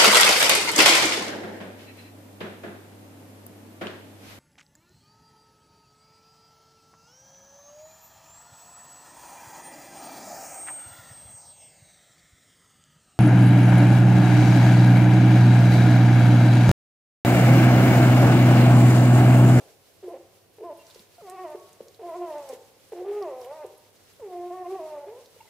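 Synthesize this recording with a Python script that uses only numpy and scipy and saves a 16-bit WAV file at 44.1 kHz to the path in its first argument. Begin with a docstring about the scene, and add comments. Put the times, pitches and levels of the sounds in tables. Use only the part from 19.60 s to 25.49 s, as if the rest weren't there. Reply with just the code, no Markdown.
"""An earlier cry dies away over room noise, mains hum and rustling bedding in a whelping box.
A newborn puppy then mewls: two short cries, four long ones and a faint rising tail.
Its voice is a gliding harmonic stack with hoarse starts, brief dips, gulps and faint peeps; box and room ring on.
Decaying noise makes ticks of claws, tongue and bedding; decaying sines make paw or flank thumps."""
import sys
import numpy as np
from scipy import signal
from scipy.fft import rfft, irfft, next_fast_len
from scipy.io import wavfile
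from scipy.ndimage import uniform_filter1d

SR = 44100
rng = np.random.default_rng(int(sys.argv[2]) if len(sys.argv) > 2 else 0)


def wav_out(sig):
    """Save sig, one row per channel (or a flat mono array), as 16-bit PCM at SR to the path in sys.argv[1]."""
    wavfile.write(sys.argv[1], SR, np.round(np.clip(np.atleast_2d(sig).T, -1, 1) * 32767).astype(np.int16))


def to_linear_factor(level_db):
    """Convert decibel levels (scalar or array-like) to linear amplitude factors."""
    exponent = np.asarray(level_db, float) / 20
    return 10 ** exponent


N = 259749

# room noise and hiss, relative density: freq_hz, density_db
AIR = [(18, -59), (30, -25), (95, -2), (287, -7), (415, 0.5), (684, -7.5), (1220, -18), (4780, -20),
       (7870, -27.5), (13700, -15), (16000, -30)]
# bedding rustle: time_s, level_db
RUSTLE = [(0.0, -57), (0.18, -62), (1.0, -65), (1.21, -57.5), (1.4, -57.5), (1.48, -63.5), (1.6, -58.5),
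          (2.46, -61), (2.94, -54.5), (2.97, -60), (5.89, -60.5)]
# rustle spectrum, relative density: freq_hz, density_db
RUSTLE_COLOUR = [(800, -1), (2500, 0.5), (5000, 0), (15000, -6.5)]
# left-right likeness of the noises: freq_hz, correlation
LIKENESS = [(60, 0.29), (400, 0.54), (1500, 0.27), (6000, 0.011)]
# pitch and mouth track, one table per phrase: time_s, pitch_hz, effort_db, overtone_lift_db
CRIES = [
    [(.427, 430, -60, -20), (.441, 380.8, -43.5, -26), (.48, 338.4, -43, -8), (.505, 334, -41.5, -1),
     (.525, 357.3, -38.5, -7), (.546, 255.1, -32.5, -9.5), (.565, 265, -37.5, -8)],
    [(.984, 456.4, -48, -23), (1.006, 412.8, -46, -27), (1.028, 307, -48, -3), (1.046, 352.6, -38.5, -3),
     (1.09, 333, -46, 2), (1.105, 300, -33.5, -6.5), (1.12, 290, -32, -11)],
    [(1.582, 688, -53, -3), (1.608, 692, -51.5, 6), (1.625, 438, -54, -1), (1.655, 391.7, -52, 5),
     (1.685, 361.3, -53.5, 11.5), (1.735, 383.3, -47.5, 5.5), (1.8, 377, -45, 8.5), (1.828, 372.4, -45, 3),
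     (1.854, 335.5, -37.5, 0), (1.878, 305.6, -47, 3.5), (1.95, 298.2, -37.5, -5.5)],
    [(2.392, 455, -50, -15), (2.408, 458.6, -51, -26), (2.434, 342, -44.5, 2.5), (2.462, 351, -38, -2),
     (2.494, 334, -40.5, 3.5), (2.522, 317, -44, 1.5), (2.546, 337.2, -43.5, 8), (2.568, 367, -39.5, 1),
     (2.588, 351.7, -38.5, -15), (2.622, 352.2, -32.5, -2), (2.668, 333.5, -41, 1), (2.738, 295.4, -35, -3),
     (2.78, 296.6, -32, -4), (2.872, 269.3, -65, 8), (2.9, 267.2, -31, -8), (2.94, 245.8, -31.5, -17.5)],
    [(3.32, 481.5, -46.5, -28), (3.348, 339.5, -34, -13), (3.424, 365.3, -42, -5.5),
     (3.466, 397.5, -41.5, -1), (3.488, 407.3, -37.5, -12), (3.58, 418.1, -38.5, 2),
     (3.612, 406.4, -38, -8), (3.62, 391, -38.5, 4), (3.68, 302.7, -37.5, -1.5), (3.725, 257.9, -41, -2.5),
     (3.82, 250.5, -43, -2.5), (3.848, 237.5, -48.5, -3), (3.91, 283.5, -47, 6), (3.958, 320.3, -52, 4.5),
     (4.035, 293.1, -43, 2.5), (4.048, 250, -39, -6.5)],
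    [(4.597, 605.5, -52.5, -3), (4.629, 444.6, -45, -2.5), (4.661, 397.4, -45, -5), (4.724, 356.3, -44, 3),
     (4.8, 349.6, -36.5, -5), (4.87, 357.2, -39.5, 0), (4.897, 358, -55, 6), (4.909, 349, -38.5, 0),
     (4.946, 370.7, -48, 9), (5.02, 368.3, -42, 4.5), (5.07, 348.4, -39.5, 3.5), (5.09, 372, -39.5, -4),
     (5.108, 382, -36, -1), (5.128, 389.3, -34, -8), (5.155, 380.7, -34, -0.5), (5.176, 376, -34, -3.5),
     (5.196, 341.7, -37.5, 1), (5.212, 315.3, -40, -1), (5.286, 310.7, -43.5, 2), (5.39, 288, -34.5, -4),
     (5.425, 288, -64.5, 15), (5.445, 282.4, -48.5, 6)],
    [(5.464, 388.8, -56, -2), (5.485, 408.5, -48, 3), (5.518, 454.7, -48, -3), (5.592, 522.6, -52, -3)],
]
# hoarseness, one row per phrase: settled_0_to_1, settle_s
SETTLED = [(.22, .05), (.1, .04), (.07, .01), (.1, .04), (.1, .14), (.08, .01), (.3, .03)]
# lift of harmonics 4-9, one value per phrase: lift_db
BRIGHT_DB = [4, 3, 8, 4.5, 5.5, 1, 6]
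# lift of harmonic 3, one value per phrase: lift_db
THIRD_DB = [1.5, 7, 0, 1.5, -0.5, -3, -13]
# throat and head radiation of harmonics 1-3: freq_hz, gain_db
HEAD = [(250, -29.5), (300, -23.5), (345, -8), (400, 7.5), (520, 3.5), (700, 1), (830, -9.5), (920, -5),
        (1100, -12), (1270, -11), (1450, -27)]
# colour of harmonics 4-9: freq_hz, gain_db
NASAL = [(900, 3.5), (1250, -17), (1500, -25), (1680, -27), (1850, -21), (2300, -30), (2700, -31),
         (3300, -41)]
# brief dips in the voice's level and pitch: centre_s, level_change_db, pitch_dip_share
DIPS = [(.998, -11, 0.011), (1.719, -9, 0.0099), (1.773, -25, 0.044), (3.345, -9.5, 0.031),
        (3.437, -4, 0.013), (4.699, -5, 0.017), (4.966, -8, 0.0028), (5.043, -25, 0.02),
        (5.105, -7, 0.0084), (5.18, -15, 0.0047)]
# gulps, a few cycles of the closed throat: time_s, level_db, pitch_hz, cycles
GULPS = [(0.48, -30, 449, 1.44), (1.015, -33.5, 449, 2.3), (1.36, -41, 460, 1), (1.029, -32, 452, 1.4),
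         (1.947, -30, 406, 1.45), (2.207, -29.5, 490.5, 0.82), (2.927, -32.5, 453, 2.04),
         (3.419, -29.5, 492.6, 1.26), (4.044, -33.5, 413, 1.8), (5.455, -39, 582.8, 1.9),
         (5.663, -52, 529.4, 2.8), (5.765, -46, 475.6, 1.5)]
# faint short tones: start_s, peak_db, pitch_hz, length_s
PEEPS = [(1.185, -58.5, 2760, 0.046), (5.804, -43.5, 893, 0.015), (5.803, -57.5, 2200, 0.01),
         (5.806, -55, 2750, 0.0096), (5.876, -56, 2050, 0.0079)]
# air modes of the whelping box: freq_hz, added_gain_db, t60_s
BOX = [(358, 7, 0.3), (742, -3, 0.5), (1110, -4, 0.4)]
# room decay: freq_hz, t60_s
ROOM_T60 = [(250, 0.69), (600, 0.73), (1200, 0.94), (5000, 0.06)]
# ticks of claws, tongue and bedding: start_s, level_db, centre_hz
TICKS = [(1.268, -46, 6000), (1.301, -45, 4390), (1.3087, -44, 4300), (1.346, -42, 5050),
         (1.394, -46, 4554), (1.402, -51, 12540), (1.698, -39, 8300), (2.0912, -50, 3920),
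         (2.13, -47.5, 7600), (2.283, -46, 5880), (2.3458, -48.5, 4360), (2.7267, -47, 3454),
         (2.7826, -49.5, 7030), (2.8893, -37, 6760), (3.625, -43.5, 5060), (3.815, -45.5, 5180),
         (3.8465, -40.5, 2898), (4.0644, -49, 9300), (5.659, -46.5, 4930)]
# paw or flank on the box: start_s, level_db, pitch_hz
THUMPS = [(1.398, -49.5, 212), (1.619, -54.5, 183), (2.21, -48.5, 217), (4.611, -58, 90.5)]
# echo path lengths, rows for middle and sides: twelve delays_ms each
PATHS_MS = np.geomspace(9, 61, 24).reshape(12, 2).T

AIR_DB, HUM_DB, HUM_HZ = -61.5, -75, 100
CRACKLES_PER_S, CRACKLE_S = 37, 0.012
CRACKLE_DB, CRACKLE_SPREAD_DB = -14, 3.5  # level against the rustle; scale of the uneven sizes
LAST_CRY_DB, ROOM_DB, ROOM_WIDTH = -52, -22.5, 0.16
RAW_START = .6  # hoarseness at each phrase start
SLACK_HZ, SLACK_PER_HZ, SLACK_MOST = 290, .008, .22  # slack folds add hoarseness below SLACK_HZ
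MOUTH_GROWS, MOUTH_UPPER = 0.48, 1.35  # extra mouth share in harmonic 3; mouth share in 4-9
UPPER_DB, HOARSE_DULLS_DB = -8.5, -16  # harmonics 4-9: base level; change at hoarseness 1
WARM_DB, WARM_S = -9.5, 0.11  # harmonics above 2 start weaker and grow in
DIP_S, DIP_OVERTONES = 0.01157, .35  # Gaussian half length; share felt by overtones
HAZE_DB = -30
TOP_HZ = 16200


def rms_one(x):
    """Scales to rms 1."""
    return x / np.sqrt(np.mean(x ** 2) + 1e-20)


def in_time(rows):
    """Table columns interpolated to one value a sample."""
    time_s, *columns = np.transpose(rows)
    return [np.interp(np.arange(N) / SR, time_s, column) for column in columns]


def at_hz(points, hz):
    """Reads a spectrum on a log frequency axis."""
    freq_hz, value = np.array(points).T
    return np.interp(np.log(hz), np.log(freq_hz), value)


def band(x, low_hz, high_hz):
    """Butterworth band-pass."""
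    return signal.sosfilt(signal.butter(2, [low_hz, min(high_hz, 18000)], "band", fs=SR, output="sos"), x)


def drift(rate_hz):
    """Slow random signal, rms about 1: two-pole low-passed noise made at SR / 20."""
    r = np.exp(-40 * np.pi * rate_hz / SR)
    slow = signal.lfilter([1], [1, -2 * r, r * r], rng.standard_normal(N // 20 + 4002))[4000:]
    return np.interp(np.arange(N) / 20, np.arange(len(slow)), rms_one(slow))


def last_cry():
    """The room still rings from an earlier cry: band noise decaying 75 dB/s."""
    mid, side = band(rng.standard_normal((2, N)), 340, 720)
    decay = to_linear_factor(LAST_CRY_DB - 75 * np.arange(N) / SR)
    return decay * rms_one(mid + 0.13 * side * [[1], [-1]])


def banded_noise(spectrum, patchy_db):
    """Half-octave bands of stereo noise, each with its own level, flicker and likeness; rms 1."""
    out, together = 0, drift(8)
    edges_hz = 24 * 2 ** np.arange(0, 9.6, .5)
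    white = rng.standard_normal((2, 2, N))
    for k, (low_hz, high_hz) in enumerate(zip(edges_hz, edges_hz[1:])):
        mid, side = band(white[k % 2], low_hz, high_hz)
        hz = np.sqrt(low_hz * high_hz)
        alike = np.clip(at_hz(LIKENESS, hz), -1, 1)
        flicker_db = patchy_db * (together + 0.51 * drift(13))
        gain = to_linear_factor(at_hz(spectrum, hz) + flicker_db)
        out = out + gain * (np.sqrt(1 + alike) * mid + np.sqrt(1 - alike) * side * [[1], [-1]])
    return rms_one(out)


def hum():
    """A mains hum: one sine wavering in level and phase."""
    phase = 2 * np.pi * HUM_HZ * np.arange(N) / SR
    level = np.sqrt(2) * to_linear_factor(HUM_DB + 2.5 * drift(8.7))
    return level * np.sin(phase + 0.5 * drift(16.0))


def crackle():
    """Fibres scuff in the bedding: sparse dying noise puffs of uneven size and colour; rms 1."""
    size = to_linear_factor(CRACKLE_SPREAD_DB * np.minimum(rng.exponential(1, N), 3))
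    snaps = (rng.random(N) < CRACKLES_PER_S / SR) * size
    dealt, white = rng.integers(0, 4, N), rng.standard_normal(N)
    fade = [1, -np.exp(-1 / (CRACKLE_S * SR))]
    out = 0
    for k, low_hz in enumerate(np.geomspace(2500, 9000, 4)):
        envelope = signal.lfilter([1], fade, snaps * (dealt == k) + 1e-18)
        out = out + envelope * band(white, low_hz, 1.38 * low_hz)
    return rms_one(out)


def bedding():
    """Bedding rustle: patchy noise plus crackle under one drifting level."""
    level = to_linear_factor(in_time(RUSTLE)[0] + 1.31 * drift(8.0))
    scuffs = to_linear_factor(CRACKLE_DB) * crackle() * to_linear_factor([[-1.5], [1.5]])
    return level * (banded_noise(RUSTLE_COLOUR, patchy_db=1.0) + scuffs)


def hoarseness(hz):
    """Each phrase starts raw, settles abruptly and roughens as the pitch sags and the folds slacken."""
    t, out = np.arange(N) / SR, np.zeros(N)
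    for phrase, (settled, settle_s) in zip(CRIES, SETTLED):
        start_s = phrase[0][0]
        since = np.maximum(t - start_s, 0) / settle_s
        out = np.where(t >= start_s, settled + (RAW_START - settled) / (1 + since ** 6), out)
    slack = np.clip(SLACK_PER_HZ * (SLACK_HZ - hz), 0, SLACK_MOST)
    return np.minimum(out + slack, .9)


def brief_dips():
    """Brief Gaussian dips in the voice: level in dB, pitch as a share."""
    t = np.arange(N) / SR
    return sum(np.outer([db, share], np.exp(-((t - centre_s) / DIP_S) ** 2))
               for centre_s, db, share in DIPS)


def harmonic_levels(hz, effort_db, mouth_db, dip_db, hoarse):
    """Levels in dB of harmonics 1-9, shaped by effort, mouth opening, head and nasal colour."""
    rows = [(row[0], upper_db, third_db, row[0] - phrase[0][0])
            for phrase, upper_db, third_db in zip(CRIES, BRIGHT_DB, THIRD_DB) for row in phrase]
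    bright_db, third_db, since_s = in_time(rows)
    warm_db = WARM_DB * np.exp(-since_s / WARM_S)
    overtones_db = mouth_db - (1 - DIP_OVERTONES) * dip_db
    levels = []
    for k in range(1, 4):
        mouth_share = (k > 1) + MOUTH_GROWS * (k > 2)
        levels.append(effort_db + at_hz(HEAD, k * hz) + mouth_share * overtones_db)
    levels[2] = levels[2] + third_db + warm_db
    upper_db = effort_db + MOUTH_UPPER * overtones_db + bright_db + warm_db + HOARSE_DULLS_DB * hoarse
    return levels + [upper_db + UPPER_DB + at_hz(NASAL, k * hz) for k in range(4, 10)]


def voice(tremor, jitter, shimmer_db, breath_db):
    """Harmonics on a gliding pitch; hoarseness shakes pitch and strength and adds breath puffed once a cycle."""
    hz, effort_db, mouth_db = in_time(np.concatenate(CRIES))
    hoarse = hoarseness(hz)
    dip_db, sag = brief_dips()
    sounding = np.zeros(N)
    for phrase in CRIES:
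        sounding[int(phrase[0][0] * SR):int((phrase[-1][0] + .012) * SR)] = 1
    sounding = uniform_filter1d(sounding, size=130) * to_linear_factor(dip_db)
    hz = hz * (1 - sag)
    shaken_hz = hz * (1 + tremor * drift(20.2) + jitter * hoarse * drift(70.3))
    phase = 2 * np.pi * np.cumsum(shaken_hz) / SR
    levels = harmonic_levels(hz, effort_db, mouth_db, dip_db, hoarse)
    tone = 0
    for k, db in enumerate(levels, 1):
        # higher harmonics break up more
        unsteady = hoarse + 0.22 * k * (k > 1) + 0.36 * (k > 3)
        strength = np.sqrt(2) * to_linear_factor(db + shimmer_db * unsteady * np.tanh(drift(29.0)))
        wander = (0.095 + 0.26 * hoarse * (k > 3)) * k * drift(22.3)
        tone = tone + strength * np.sin(k * phase - 0.91 * k + wander)
    effort = np.sqrt(sum(to_linear_factor(db) ** 2 for db in levels))
    puff = 1 + np.sin(phase)
    breath = rms_one(band(band(rng.standard_normal(N) * puff, 407, 767), 410, 1070))
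    haze = rms_one(band(rng.standard_normal(N) * puff ** 2, 940, 2680))
    breath = to_linear_factor(breath_db) * hoarse * effort * breath
    haze = to_linear_factor(HAZE_DB - HOARSE_DULLS_DB * hoarse) * effort * haze  # thicker when hoarse
    return sounding * (tone + breath + haze)


def box(x):
    """Air modes ring on after the pitch has moved away: two-pole resonators."""
    out = 0
    for hz, db, t60_s in BOX:
        r = to_linear_factor(-60 / (t60_s * SR))
        zeros = np.array([1, 0, -1]) * (1 - r * r) / 2
        poles = [1, -2 * r * np.cos(2 * np.pi * hz / SR), r * r]
        out = out + to_linear_factor(db) * signal.lfilter(zeros, poles, x + 1e-18)
    return out


def room(x):
    """Twelve circulating paths each for middle and sides, decay set by frequency, then two all-pass scatterers."""
    size = next_fast_len(N + SR)
    hz = np.arange(size // 2 + 1) * SR / size + 1e-3
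    spectrum, t60_s, out = rfft(x, size), at_hz(ROOM_T60, hz), []
    for paths in PATHS_MS:
        echo = 0
        for k, ms in enumerate(paths):
            loop = to_linear_factor(-60 * ms / 1000 / t60_s) * np.exp(-2j * np.pi * hz * ms / 1000)
            echo = echo + (-1) ** k * loop / (1 - loop)
        for ms in paths[:2]:
            lag = np.exp(-2j * np.pi * hz * ms / 9000)  # a ninth of the path
            echo = echo * (lag - .6) / (1 - .6 * lag)
        out.append(irfft(spectrum * echo, size)[:N])
    mid, side = out  # close microphones: echoes mostly shared
    return mid + (ROOM_WIDTH * side + 0.75 * band(side, 1170, 3300)) * [[1], [-1]]


def small_head(x, low_hz):
    """So small a head radiates little bass: high-pass."""
    return signal.sosfilt(signal.butter(4, low_hz, "high", fs=SR, output="sos"), x)


def gulps():
    """Closed-throat wave packets, quick to rise, dying in a few cycles."""
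    out = np.zeros(N + SR)
    for s, db, hz, cycles in GULPS:
        u = np.arange(int(4 * cycles / hz * SR)) / SR * hz  # elapsed cycles
        rise = 0.62 * u / cycles
        at = int((s - .003) * SR)
        out[at:at + len(u)] += to_linear_factor(db) * (rise * np.exp(1 - rise)) ** 2 * np.sin(2 * np.pi * u)
    return small_head(out[:N], low_hz=324)


def peeps():
    """Brief sines with wavering phase and rounded ends."""
    out, waver = np.zeros(N + SR), drift(26)
    for s, db, hz, length_s in PEEPS:
        t = np.arange(int(length_s * SR)) / SR
        at = int(s * SR)
        shape = np.sqrt(np.sin(np.pi * t / length_s))
        out[at:at + len(t)] += to_linear_factor(db) * shape * np.sin(2 * np.pi * hz * t + 1.2 * waver[:len(t)])
    return out[:N]


def ticks(crack_s, tail_s, tail_db, wide_db):
    """Sharp crack and softer scuffing tail: noise around each centre plus broad noise, both decaying."""
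    out, t = np.zeros(N + SR), np.arange(SR // 5) / SR
    noise = rng.standard_normal((len(TICKS), len(t)))
    shape = np.exp(-t / crack_s) + to_linear_factor(tail_db) * np.exp(-t / tail_s)
    for (s, db, hz), white in zip(TICKS, noise):
        narrow = rms_one(band(white, hz / 1.31, hz * 1.215))
        wide = to_linear_factor(wide_db) * rms_one(band(white, 1900, 13400))
        at = int(s * SR)
        out[at:at + len(t)] += to_linear_factor(db - 5.5) * (narrow + wide) * shape
    return out[:N]


def thumps():
    """Dull knocks: sines that die in a few cycles."""
    out, t = np.zeros(N + SR), np.arange(SR // 10) / SR
    for s, db, hz in THUMPS:
        at = int(s * SR)
        out[at:at + len(t)] += to_linear_factor(db) * np.sin(2 * np.pi * hz * t) * np.exp(-t * hz / 2.3)
    return out[:N]


def scene():
    """Puppy near the middle; ticks, bedding and air a little to the right."""
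    air = to_linear_factor(AIR_DB) * banded_noise(AIR, patchy_db=.35) + hum()
    rustle = bedding()
    puppy = voice(tremor=0.00411, jitter=0.02543, shimmer_db=4.0, breath_db=-3) + gulps() + peeps()
    puppy = puppy + box(puppy)
    clicks = ticks(crack_s=0.0011, tail_s=0.009, tail_db=-8, wide_db=-5)
    around = (clicks * to_linear_factor([[-1.2], [1.2]]) + rustle + air) * to_linear_factor([[-.6], [.6]])
    echoes = to_linear_factor(ROOM_DB) * room(puppy + clicks)
    return puppy * to_linear_factor([[-.3], [.3]]) + echoes + last_cry() + thumps() + around


def low_pass(x):
    """Removes everything above the highest recorded frequency."""
    return signal.sosfilt(signal.butter(12, 16300, fs=SR, output="sos"), x)


def record(dry):
    """Cuts the top with a steep low-pass."""
    mix = signal.sosfilt(signal.cheby2(14, 60, TOP_HZ, fs=SR, output="sos"), dry)
    return low_pass(mix)


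dry = scene()
out = record(dry)
wav_out(out)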